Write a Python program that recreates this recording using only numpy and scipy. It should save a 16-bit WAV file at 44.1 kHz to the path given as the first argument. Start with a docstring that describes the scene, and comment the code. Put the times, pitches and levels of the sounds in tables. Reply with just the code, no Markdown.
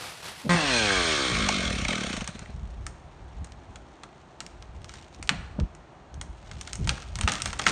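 """In a wood, a tree is being felled. Dry leaves rustle; then the scene changes to a two-stroke chainsaw running
flat out, which is released: its exhaust puffs and its chain rattles with each turn of the crank as it coasts
down, catches twice and clanks to a stop. The tree starts to lean: its hinge fibres tick, crack and splinter
ever faster, and the trunks around echo. Underneath: faint wind, and air and bumps on a hand-held microphone."""
import sys
import numpy as np
from scipy import signal
from scipy.fft import rfft, irfft, next_fast_len
from scipy.io import wavfile
from scipy.ndimage import uniform_filter1d, map_coordinates

SR = 44100
rng = np.random.default_rng(int(sys.argv[2]) if len(sys.argv) > 2 else 0)


def file_out(sig):
    """Save sig as 16-bit WAV at sys.argv[1]."""
    # one column per channel
    cols = np.atleast_2d(sig).T
    # limit, then scale
    lim = np.clip(cols, -1, 1)
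    pcm = np.round(lim * 32767).astype(np.int16)
    wavfile.write(sys.argv[1], SR, pcm)


N = 340011
SAW_ON, RELEASE, LAST_CATCH, STALL = 0.492, 0.551, 1.882, 2.225  # the saw's cues [s]


def amp(db):
    """Decibels to gain."""
    return 10 ** (np.asarray(db) / 20)


def unit(x):
    """Scale to rms 1."""
    return x / np.sqrt(np.mean(x ** 2) + 1e-20)


def along(points, hz):
    """Read (frequency [Hz], value) points on a log axis."""
    f, v = np.transpose(points)
    return np.interp(np.log(hz + 1), np.log(f + 1), v)


def clock():
    """Time of every sample [s]."""
    return np.arange(N) / SR


def automation(points):
    """Join (time [s], value) points into one value per sample."""
    return np.interp(clock(), *np.transpose(points))


def wobble(rate):
    """A smooth random curve, rate knots a second."""
    return map_coordinates(rng.standard_normal(int(N * rate / SR) + 4), [np.arange(N) * rate / SR])


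def filtered(x, response):
    """Multiply the spectrum of x by a function of frequency."""
    size = next_fast_len(len(x) + 8192)
    return irfft(rfft(x, size) * response(np.fft.rfftfreq(size, 1 / SR)), size)[:len(x)]


def coloured(x, points, size=4096):
    """Minimum-phase EQ through (frequency [Hz], gain [dB]) points."""
    cepstrum = irfft(along(points, np.fft.rfftfreq(size, 1 / SR)) * np.log(10) / 20)
    cepstrum[1:size // 2] *= 2
    cepstrum[size // 2 + 1:] = 0
    return signal.fftconvolve(x, irfft(np.exp(rfft(cepstrum))))[:len(x)]


def resonances(modes, f):
    """Response of (frequency [Hz], width [Hz], gain [dB]) modes."""
    return sum(amp(db) * 1j * f * width / (hz * hz - f * f + 1j * f * width) for hz, width, db in modes)


def noise(points):
    """Noise of rms 1, shaped by (frequency [Hz], gain [dB]) points."""
    return unit(filtered(rng.standard_normal(N), lambda f: amp(along(points, f))))


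def steady(x, size=4000):
    """Ride the running level of x to 1."""
    power = np.abs(uniform_filter1d(uniform_filter1d(x * x, size), size))
    return x / np.sqrt(power + power.max() / 10 ** 4)


def add(track, s, sound):
    """Mix a sound in at time s."""
    part = track[max(round(s * SR), 0):][:len(sound)]
    part += sound[:len(part)]


def each_turn(cycle, turns):
    """Loop a waveform once per turn of the crank."""
    return np.interp(turns % 1 * len(cycle), np.arange(len(cycle) + 1), np.r_[cycle, cycle[0]])


def wind(level_db=-52):
    """A faint, slowly drifting wash of wind in the crowns, entering with the saw."""
    # tone of the wind: (frequency [Hz], gain [dB])
    wash = [(71, -27), (120, 0.5), (291, -4.5), (348, -1.5), (482, -7.5), (705, -2.5), (2320, -19),
            (4370, -25.5), (5330, -29.5), (9000, -35.5), (11700, -47), (19800, -120)]
    return amp(level_db + 0.61 * wobble(1.15)) * noise(wash) * (clock() > SAW_ON)


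def leaves(bed_db=-48):
    """Dry leaves are brushed in a few soft swishes over a faint rustle, until the scene changes to the saw."""
    # brushes through the leaves: (time [s], level [dB], half length [s])
    swishes = [(0.022, -39.5, 0.1), (0.276, -39.5, 0.044), (0.392, -44.5, 0.029)]
    # tone of dry leaves: (frequency [Hz], gain [dB])
    rustle = [(20, -39), (60, 3), (130, 4.5), (250, -3.5), (800, 2.5), (3000, -0.5), (5000, -3), (6500, -8),
              (9500, -9.5), (12000, -15), (15000, -26)]
    t = clock()
    swish_power = sum(amp(db) ** 2 * np.exp(-((t - s) / length) ** 2) for s, db, length in swishes)
    envelope = np.sqrt(amp(bed_db) ** 2 + swish_power)
    return envelope * amp(1.5 * wobble(253)) * noise(rustle) * (t < SAW_ON)


def microphone_bumps(trim_db=-3, lump_db=3.5, lump_rate=16, sag=0.33, rough=0.4):
    """Air tumbles over the microphone in uneven lumps; heavier bumps are thuds that sag in pitch."""
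    # air on the microphone: (time [s], relative level [dB])
    buffet = [(.5, -38.5), (1.25, -39), (1.6, -29.5), (1.85, -32.5), (2.05, -45), (2.78, -35.5),
              (3.02, -50), (3.5, -38.5), (4, -56), (4.35, -56.5), (4.8, -41), (5, -46.5), (5.6, -38),
              (5.9, -54.5), (6.3, -41.5), (6.7, -44), (6.85, -28.5), (7.12, -40.5), (7.7, -44)]
    # tone of that air: (frequency [Hz], gain [dB])
    rumble = [(16, -59), (25, -30), (35, -3), (58, 6), (85, -0.5), (130, -8), (200, -16), (400, -52),
              (900, -83)]
    # thuds on the microphone: (time [s], level [dB], pitch [Hz], half length [s])
    bumps = [(0.467, -26.5, 189, 0.017), (1.335, -31, 108, 0.016), (2.636, -34, 72, 0.034),
             (3.424, -31.5, 67, 0.018), (3.707, -36.5, 69.5, 0.017), (4.701, -37.5, 60, 0.014),
             (5.198, -37.5, 330, 0.0052), (5.566, -36, 209, 0.0053), (5.592, -20.5, 188, 0.005),
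             (5.593, -32.5, 476, 0.0032), (5.613, -23.5, 128, 0.0085), (5.627, -22, 66, 0.026),
             (6.193, -38, 68.6, 0.013), (6.308, -37, 63, 0.014), (6.814, -31.5, 140.5, 0.023),
             (6.848, -30, 102, 0.044), (7.211, -27, 68.4, 0.017), (7.251, -20.5, 68, 0.016),
             (7.479, -30, 71, 0.031)]
    lumps = amp(automation(buffet) + trim_db + lump_db * wobble(lump_rate))
    track = lumps * steady(noise(rumble), size=2000) * (clock() > SAW_ON)
    for s, db, hz, length in bumps:
        u = np.arange(-3, 3, 1 / (length * SR))  # time from the peak, in half lengths
        thud = np.sin(2 * np.pi * hz * length * (u - sag * u * u / 2))
        scuff_eq = [(hz / 4, -14), (hz, 0), (3 * hz, -7), (7 * hz, -35), (30 * hz, -100)]
        scuff = unit(coloured(rng.standard_normal(len(u)), scuff_eq))
        add(track, s - 3 * length, amp(db) * np.exp(-u * u) * (thud + rough * scuff))
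    return track


def microphone(x, ceiling=0.9):
    """The microphone rounds off the sharpest peaks and dulls the highest treble."""
    # its response: (frequency [Hz], gain [dB])
    response = [(4300, 0), (4850, -3.5), (5600, 0.5), (6800, 2.5), (7300, -1.5), (7900, -2), (8400, -1.5),
                (8900, 1.5), (9500, -23.5), (12800, -30.5), (13300, -24), (15500, -57)]
    rounded = x / (1 + np.abs(x / ceiling) ** 6) ** (1 / 6)
    return coloured(rounded, response)


def forest(x, build_up_s=0.0011, early_db=9, early_s=0.0094):
    """Trunks scatter the sound back: a dense near answer and a long thin tail."""
    # reverb of the wood: (frequency [Hz], time to fall 60 dB [s])
    decay_times = [(150, 0.34), (700, 0.95), (2500, 0.7), (8000, 0.74)]
    hz, t, spectrum = signal.stft(rng.standard_normal(SR), SR, nperseg=256)
    decay = amp(-60 * t / along(decay_times, hz)[:, None])
    onset = (1 + amp(early_db) * np.exp(-t / early_s)) * (1 - np.exp(-t / build_up_s))
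    tail = signal.istft(spectrum * decay * onset, SR, nperseg=256)[1]
    echo = signal.fftconvolve(x, tail / np.linalg.norm(tail))[:N]
    return coloured(echo, [(200, 2.0), (1300, 2.5), (3200, -3.5), (8000, -5.5)])


def fibres(tick_rate=500, trim_db=-2, snap_rate=7, snap_db=17):
    """Countless tiny ticks of strained wood and leaf litter; now and then a thicker fibre stands out."""
    # swell of the ticking: (time [s], relative level [dB])
    strain = [(2.5, -58.5), (3.1, -64.5), (4.7, -65), (4.95, -50.5), (5.7, -75), (6.1, -87), (6.5, -51),
              (6.7, -47.5), (6.86, -51), (6.91, -38), (7.13, -54), (7.265, -44.5), (7.3, -33),
              (7.55, -43.5), (7.655, -34.5), (7.68, -24)]
    # tone of the ticks: (frequency [Hz], gain [dB])
    crackle = [(600, -17), (1500, 15.5), (3000, 16.5), (4800, 13.5), (7000, 10), (9000, 7.5), (14000, 10.5)]
    hits = (rng.random(N) < tick_rate / SR) * amp(4 * np.minimum(rng.exponential(size=N), 3))
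    hits += (rng.random(N) < snap_rate / SR) * amp(snap_db)
    decay = np.exp(-clock()[:SR // 50] / 0.002)
    ticks = signal.fftconvolve(hits, decay)[:N] * rng.standard_normal(N)
    return amp(automation(strain) + trim_db) * unit(coloured(ticks, crackle)) * (clock() > RELEASE)


def cracks(tear_s=0.0013, shreds=0.078, shred_s=0.026, ring_s=0.004, boom_db=-6, boom_s=0.02):
    """After one saw clank, fibre bundles snap: a pulse, a tear, a knock of the trunk and a dull boom."""
    # a last sharp clank of the stopping saw, then breaks in the hinge:
    # (time [s], relative level [dB], dullness [dB], share of tearing [0-1])
    hits = [(2.276, -35.5, -1.5, 0.5), (2.3925, -44, 1, 0.6), (2.866, -37, -1.5, 1), (3.445, -48, -1, 0.95),
            (3.471, -59, 1, 0.7), (3.5215, -52, 0, 0), (3.758, -47, 3.5, 0.9), (4.0345, -45, 5.5, 0.5),
            (4.4046, -36, 1, 0.74), (4.4646, -45.5, -5, 0.26), (4.6249, -49.5, 0, 0.06),
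            (4.8447, -47, -1.5, 0.14), (4.894, -46, 1, 0.7), (4.9387, -45.5, 1.5, 0.7),
            (5.147, -54.5, -3, 0.1), (5.227, -40, -2.5, 1), (5.275, -46, -2, 0.2), (5.2925, -18, 1, 0.27),
            (5.6003, -43, 2.5, 0), (5.75, -54.5, -1.5, 0.9), (6.142, -53.5, -2.5, 0.7),
            (6.2132, -38, -0.5, 0.65), (6.514, -44, 1, 0.4), (6.6119, -39, -3, 0.6),
            (6.6752, -40.5, 1.5, 0.56), (6.7316, -37, -5.5, 0.46), (6.755, -41.5, -5.5, 0.96),
            (6.8445, -51, -3, 0.4), (6.852, -56, -1, 0.1), (6.8736, -33, 0, 1), (6.893, -21, -1, 0.7),
            (6.903, -45, 7, 0.8), (6.978, -46, 7, 0.7), (7.022, -45.5, 1, 0.05), (7.156, -36.5, -2, 0.19),
            (7.188, -36.5, 1.5, 0.7), (7.2112, -27.5, -1, 0.85), (7.235, -37, 3, 0.4),
            (7.2764, -22, 6, 0.9), (7.2869, -30.5, 2.5, 0), (7.293, -36.5, 9, 0.9),
            (7.3197, -28, -0.5, 0.85), (7.3547, -34.5, 1, .15), (7.402, -41, 3, 0.8),
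            (7.4202, -29.5, -5, 0.4), (7.4575, -27.5, 0.5, 0.93), (7.53, -35.5, 4.5, 0.9),
            (7.591, -42, -5, 1), (7.5948, -29, 5.5, 0.43), (7.616, -37, 4, .6), (7.666, -16, 4, 1),
            (7.675, -29, -1, 0.5), (7.683, -27, 3, 0.1), (7.695, -32, 1, 0.5)]
    # modes of the trunk: (frequency [Hz], width [Hz], gain [dB])
    trunk = [(546, 90, -27), (944, 65, 3.5), (1290, 250, 11), (1610, 350, 1), (1930, 330, 3),
             (2870, 670, -0.5)]
    # boom of stem and ground: (frequency [Hz], gain [dB])
    boom_eq = [(60, -15.5), (130, 0.5), (220, -1.5), (400, -14.5), (700, -11), (1500, -34), (5000, -51)]
    track, age = np.zeros(N), clock()[:SR // 6]
    for s, snap_db, dull_db, tearing in hits:
        # the thicker the bundle, the more its sound gathers in the mids
        thickness_db = max(snap_db + 34, 0)
        body_db = snap_db - 3 + dull_db - 0.19 * thickness_db
        splinter_db = snap_db - dull_db - 0.58 * thickness_db
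        grit, spikes, knock, shudder = rng.standard_normal((4, len(age)))
        tear = grit * np.exp(0.5 * spikes) * (np.exp(-age / tear_s) + shreds * np.exp(-age / shred_s))
        force = np.sqrt(tearing) * tear / np.linalg.norm(tear)
        # the pulse kicks and recoils within a quarter of a millisecond
        force[[0, 5, 11]] += np.sqrt(1 - tearing) * np.array([0.55, -0.7, 0.45])
        snap = coloured(force, [(250, body_db - 9.5), (700, body_db + 0.5), (1400, body_db + 5),
                                (2400, snap_db), (3700, snap_db - 4.5), (5400, splinter_db + 0.5),
                                (8800, splinter_db), (14000, splinter_db - 7.5)])
        snap *= np.hypot(amp(snap_db), amp(splinter_db)) / np.linalg.norm(snap)
        stretch = np.exp(0.03 * rng.standard_normal())  # each break rings a different length of wood
        knock *= np.exp(-age / ring_s) * (1 - np.exp(-age / 0.001))
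        ring = filtered(knock, lambda f: resonances(trunk, f * stretch))
        ring *= amp(body_db) / np.linalg.norm(ring)
        boom = coloured(shudder * age * np.exp(-age / boom_s), boom_eq)
        boom *= amp(body_db + boom_db) / np.linalg.norm(boom)
        add(track, s, np.sqrt(SR * 0.008) * (snap + ring + boom))  # energy of 8 ms at these levels
    return track


def whine(turns, speed, rough_db=7.5):
    """The sprocket's overtones sing out as they fall through a resonance of the bar."""
    # overtones: (multiple of crank speed, resonance [Hz], half width [Hz], level [dB])
    overtones = [(14, 1620, 130, -36), (20.8, 2560, 170, -32)]
    track = np.zeros(N)
    for multiple, hz, width, db in overtones:
        level = amp(db + rough_db * wobble(70.6)) / (1 + ((multiple * speed - hz) / width) ** 2)
        track += level * np.sin(2 * np.pi * np.round(multiple) * turns + 0.5 * wobble(60))
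    return track


def meshing(turns, speed, size=4096, harmonics=160):
    """Links strike the sprocket alike in every turn: a comb of lines, as loud per Hz as unit noise."""
    phases = np.exp(2j * np.pi * rng.random(harmonics))
    cycle = unit(irfft(np.r_[0, phases], size))
    return np.sqrt(2 * harmonics * speed / SR) * each_turn(cycle, turns)


def swung(x, depth_db=2.1, size=512):
    """As the saw is swung about, ever different pitches of its rattle point at the listener."""
    spectrum = signal.stft(x, nperseg=size)[2]
    drift = uniform_filter1d(rng.standard_normal(spectrum.shape), 3, axis=0)
    drift = unit(uniform_filter1d(drift, 12, axis=1))
    return signal.istft(spectrum * amp(depth_db * drift), nperseg=size)[1][:N]


def clatter(turns, speed, slow_db=7, fast_db=-1.5, swell_db=2.5, swell_rate=16, slap_db=0.7, slap_rate=90):
    """Chain and clutch snarl in step with the crank, loosen as they slow and set the casing buzzing."""
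    # the chain runs evenly only at middle speeds: (crank speed [turns/s], tautness [0-1])
    tautness = [(42, 0), (64, 1), (112, 1), (150, .4)]
    # rattle that is alike in every turn: (frequency [Hz], share of power [0-1])
    repeating = [(900, .8), (1500, .55), (2700, .4), (4300, .25), (8000, .1)]
    # tone of chain and engine: (frequency [Hz], gain [dB])
    clatter_eq = [(200, -52), (450, -3), (700, 3), (920, 2.5), (1180, 7), (1900, 7), (2900, 3), (4100, 2.5),
                  (4900, -1), (6800, -8.5), (7600, -10.5), (8900, -7), (12500, -10), (16000, -18.5)]
    # casing parts, each buzzing hardest at its own crank speed:
    # (frequency [Hz], width [Hz], relative level [dB], crank speed [turns/s], spread [log speed ratio])
    casing = [(1112, 160, -8.5, 60, 0.34), (1506, 120, -7.5, 111, 0.21), (2133, 140, -6.5, 48, 0.38),
              (2200, 55, -11.5, 110, 0.18), (2440, 120, -6, 115.4, 0.094), (2590, 30, -17, 150, 0.13),
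              (2990, 26, -15.5, 41, 0.57), (3180, 190, -9.5, 64, 0.44), (3600, 270, -13, 60, 0.093),
              (4070, 62, -9.5, 107, 0.22), (5370, 660, -13.5, 27, 0.33)]
    taut = np.interp(speed, *np.transpose(tautness))
    snarl = filtered(meshing(turns, speed), lambda f: np.sqrt(along(repeating, f)))
    snarl += filtered(rng.standard_normal(N), lambda f: np.sqrt(1 - along(repeating, f)))
    rattle = np.sqrt(taut) * snarl + np.sqrt(1 - taut) * rng.standard_normal(N)
    rattle *= amp(slap_db * wobble(slap_rate))  # the loose chain slaps unevenly
    # at low speed the rattle gathers into one burst per stroke
    slow = np.clip((85 - speed) / 45, 0, 1)
    stroke = np.exp(-(((turns + 0.38) % 1 - 0.5) / 0.11) ** 2 / 2)
    rattle *= steady(amp((fast_db + slow * (slow_db - fast_db)) * stroke))
    track = steady(swung(filtered(rattle, lambda f: amp(along(clatter_eq, f)))))
    for hz, width, db, best_speed, spread in casing:
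        drive = np.exp(-(np.log(speed / best_speed) / spread) ** 2 / 2)
        ring = steady(filtered(rattle, lambda f: 1j * resonances([(hz, width, 0)], f)), size=8000)
        track += amp(db + swell_db * wobble(swell_rate)) * drive * ring
    return track


def exhaust_buzz(turns, sweep_turns=0.654, sweep_harmonics=4.78, uneven_db=1.5, size=1024):
    """The piston shapes every puff alike, so it stretches as the crank slows; highs leave before lows."""
    # one puff: (multiple of crank speed, gain [dB])
    puff_tone = [(1, 8), (2, 4), (3, -1.5), (4, 1), (5, 5), (6, -1), (7, 2.5), (8, 3.5), (10, -2), (14, 1),
                 (20, -6), (32, -38)]
    # the muffler while coasting: (frequency [Hz], gain [dB])
    muffler = [(40, -14), (90, -8.5), (150, -4), (270, 5.5), (370, 3.5), (700, -0.5), (880, -3), (1100, -5),
               (1600, -4.5), (2400, -2), (4000, -33)]
    harmonics = np.arange(1, 33)
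    delay = sweep_turns * np.exp(-harmonics / sweep_harmonics)
    spectrum = amp(along(puff_tone, harmonics)) * np.exp(-2j * np.pi * np.cumsum(delay))
    puffs = each_turn(irfft(np.r_[0, spectrum], size), turns)
    return steady(coloured(puffs * amp(uneven_db * wobble(60.1)), muffler))


def exhaust(turns, speed, putt_hz=172, putt_s=0.0057, putt_db=4, sag=1.614, sag_s=0.004,
            port_lag_s=0.00448, rush_db=-7, thump_hz=142, thump_db=-6):
    """Pumped air: a falling buzz at speed; near rest, hollow putts with a thump and a rush of gas."""
    # escaping gas: (frequency [Hz], gain [dB])
    gas = [(60, -15), (130, 9), (400, 13.5), (700, 15.5), (950, -42), (2500, -38)]
    strokes = np.diff(np.floor(turns), prepend=np.floor(turns[0])) * amp(1.2 * wobble(30))
    # the port opens a little after each stroke and the muffler rings, sagging in pitch
    age = np.maximum(clock()[:SR // 20] - port_lag_s, 0)
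    cycles = np.cumsum(putt_hz * (1 + sag * np.exp(-age / sag_s))) / SR
    swell = (age / putt_s) ** 2 * np.exp(-np.sqrt(2) * age / putt_s)
    putt = swell * (np.sin(2 * np.pi * cycles) + amp(thump_db) * np.sin(2 * np.pi * thump_hz * age))
    putts = steady(signal.fftconvolve(strokes, putt)[:N])
    rush = steady(signal.fftconvolve(strokes, swell ** 2)[:N] * noise(gas))
    slow = np.clip((65 - speed) / 13, 0, 1)
    blend = (1 - slow) * exhaust_buzz(turns) + slow * (putts + amp(rush_db) * rush)
    return steady(blend) * amp(putt_db * slow)


def pops(decay_s=0.0033):
    """Stray firings and clanks: short bursts of noise, each through one resonance."""
    # firings and clanks: (time [s], peak [dB], pitch [Hz], width [Hz])
    hits = [(0.858, -15, 2500, 810), (0.905, -17, 1560, 160), (1.49, -14, 630, 260),
            (1.488, -11, 2980, 2200), (1.657, -28, 2280, 260), (1.706, -23, 2180, 300),
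            (1.85, -17, 2170, 200), (1.884, -16, 3370, 3000), (1.889, -20, 730, 704),
            (1.932, -18.5, 2100, 320), (2.129, -23, 2200, 890), (2.167, -22, 2000, 2200),
            (2.208, -23.5, 1990, 1510), (2.243, -28.5, 2980, 3000), (2.353, -49, 1690, 900),
            (2.384, -38, 1800, 400), (2.459, -37, 1804, 400)]
    track, age = np.zeros(N), clock()[:SR // 10]
    for s, db, hz, width in hits:
        burst = rng.standard_normal(len(age)) * np.exp(-age / decay_s)
        pop = filtered(burst, lambda f: resonances([(hz, width, 0)], f))
        add(track, s, amp(db) * pop / np.abs(pop).max())
    return track


def chugs(half_length_s=0.0053, sag=0.34):
    """The last strokes each push out one hollow gulp of air that falls in pitch."""
    # the piston rocks to rest: (time [s], peak [dB], pitch [Hz])
    strokes = [(2.222, -32.5, 190), (2.292, -26.5, 169), (2.355, -33, 164), (2.423, -33, 126),
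               (2.497, -35, 140)]
    track, u = np.zeros(N), np.arange(-3, 3, 1 / (half_length_s * SR))
    for s, db, hz in strokes:
        gulp = np.exp(-u * u) * np.sin(2 * np.pi * hz * half_length_s * (u - sag * u * u / 2))
        add(track, s - 3 * half_length_s, amp(db) * gulp)
    return track


def coasting_saw(tuned_speed=111, loose_speed=80.5):
    """Each turn of the crank puffs through the muffler and shakes the chain; both fade after the stall."""
    # the crank coasts down, catches twice and rocks to rest: (time [s], speed [turns/s])
    crank = [(.551, 175), (.614, 153), (.67, 139.5), (.744, 121.5), (.858, 103.6), (1.038, 85),
             (1.306, 59.4), (1.488, 47.5), (1.49, 53.1), (1.881, 27.1), (1.882, 44.3), (2.17, 25.6),
             (2.215, 19), (2.23, 14.2), (2.43, 14.5), (2.55, 11)]
    t, speed = clock(), automation(crank)
    turns = np.cumsum(speed) / SR
    turns -= np.interp(LAST_CATCH, t, turns)  # the last catch falls on a stroke
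    stalled_s = np.maximum(t - STALL, 0)
    # 6 dB down per octave: the exhaust either side of the muffler's tuning, the chain below loose_speed
    exhaust_db = -28.5 - 6 * np.abs(np.log2(speed / tuned_speed)) - 38 * stalled_s
    clatter_db = -27.5 - 6 * np.maximum(np.log2(loose_speed / speed), 0) - 54 * stalled_s
    saw = amp(exhaust_db) * exhaust(turns, speed) + amp(clatter_db) * clatter(turns, speed)
    saw += whine(turns, speed)
    fade_out = np.interp(t, [2.5, 2.65], [1, 0])
    return fade_out * saw + pops() + chugs()


def full_throttle(firing_hz=175, level_db=-18.5, limp=0.2, firing_at_s=0.4972, rasp_s=0.0014):
    """Firings bark while the throttle is open, strong and weak in turn, each with a rasp of hot gas."""
    # the exhaust under power: (frequency [Hz], gain [dB])
    bark_eq = [(100, -40), (175, 17), (350, 3), (525, -1), (700, 3.5), (875, 4), (1050, 5), (1230, -0.5),
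               (1500, -2), (2000, 2.5), (2500, -17), (3200, -26), (5000, -19.5)]
    t = clock()
    turn = np.floor((t - firing_at_s) * firing_hz)
    firings = np.diff(turn, prepend=turn[0]) * amp(0.42 * wobble(169)) * (1 + limp * np.cos(np.pi * turn))
    burst = np.exp(-t[:SR // 100] / rasp_s)
    gas = noise([(300, -35), (1100, -5), (5000, 3)])
    rasp = gas * signal.fftconvolve(firings, burst / np.linalg.norm(burst))[:N]
    throttle = np.exp(-np.maximum(t - RELEASE, 0) / 0.0025)
    return amp(level_db) * throttle * steady(coloured(firings + 0.7 * rasp, bark_eq))


def scene(saw_send_db=-19, bark_send_db=-7, crack_send_db=-8.5, paths=3):
    """Saw and tree sound among the trunks; the scene changes to the saw, already running, with the forest
    already ringing."""
    bark, saw, cracking = full_throttle(), coasting_saw(), cracks() + fibres()
    engine = bark + saw + forest(amp(bark_send_db) * bark + amp(saw_send_db) * saw)
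    engine *= np.clip((clock() - SAW_ON) / 0.0011, 0, 1)
    # the cracking takes another path through the trees every tenth of a second
    path = np.floor(clock() * 10) % paths
    echo = amp(crack_send_db) * sum(forest(cracking * (path == k)) for k in range(paths))
    return (microphone(engine + cracking + echo + wind()) + microphone_bumps() + leaves())[None]


def record(dry, top_hz=15500):
    """A brick-wall low-pass takes off the very top."""
    return filtered(dry[0], lambda hz: hz < top_hz)[None]


dry = scene()
out = record(dry)
file_out(out)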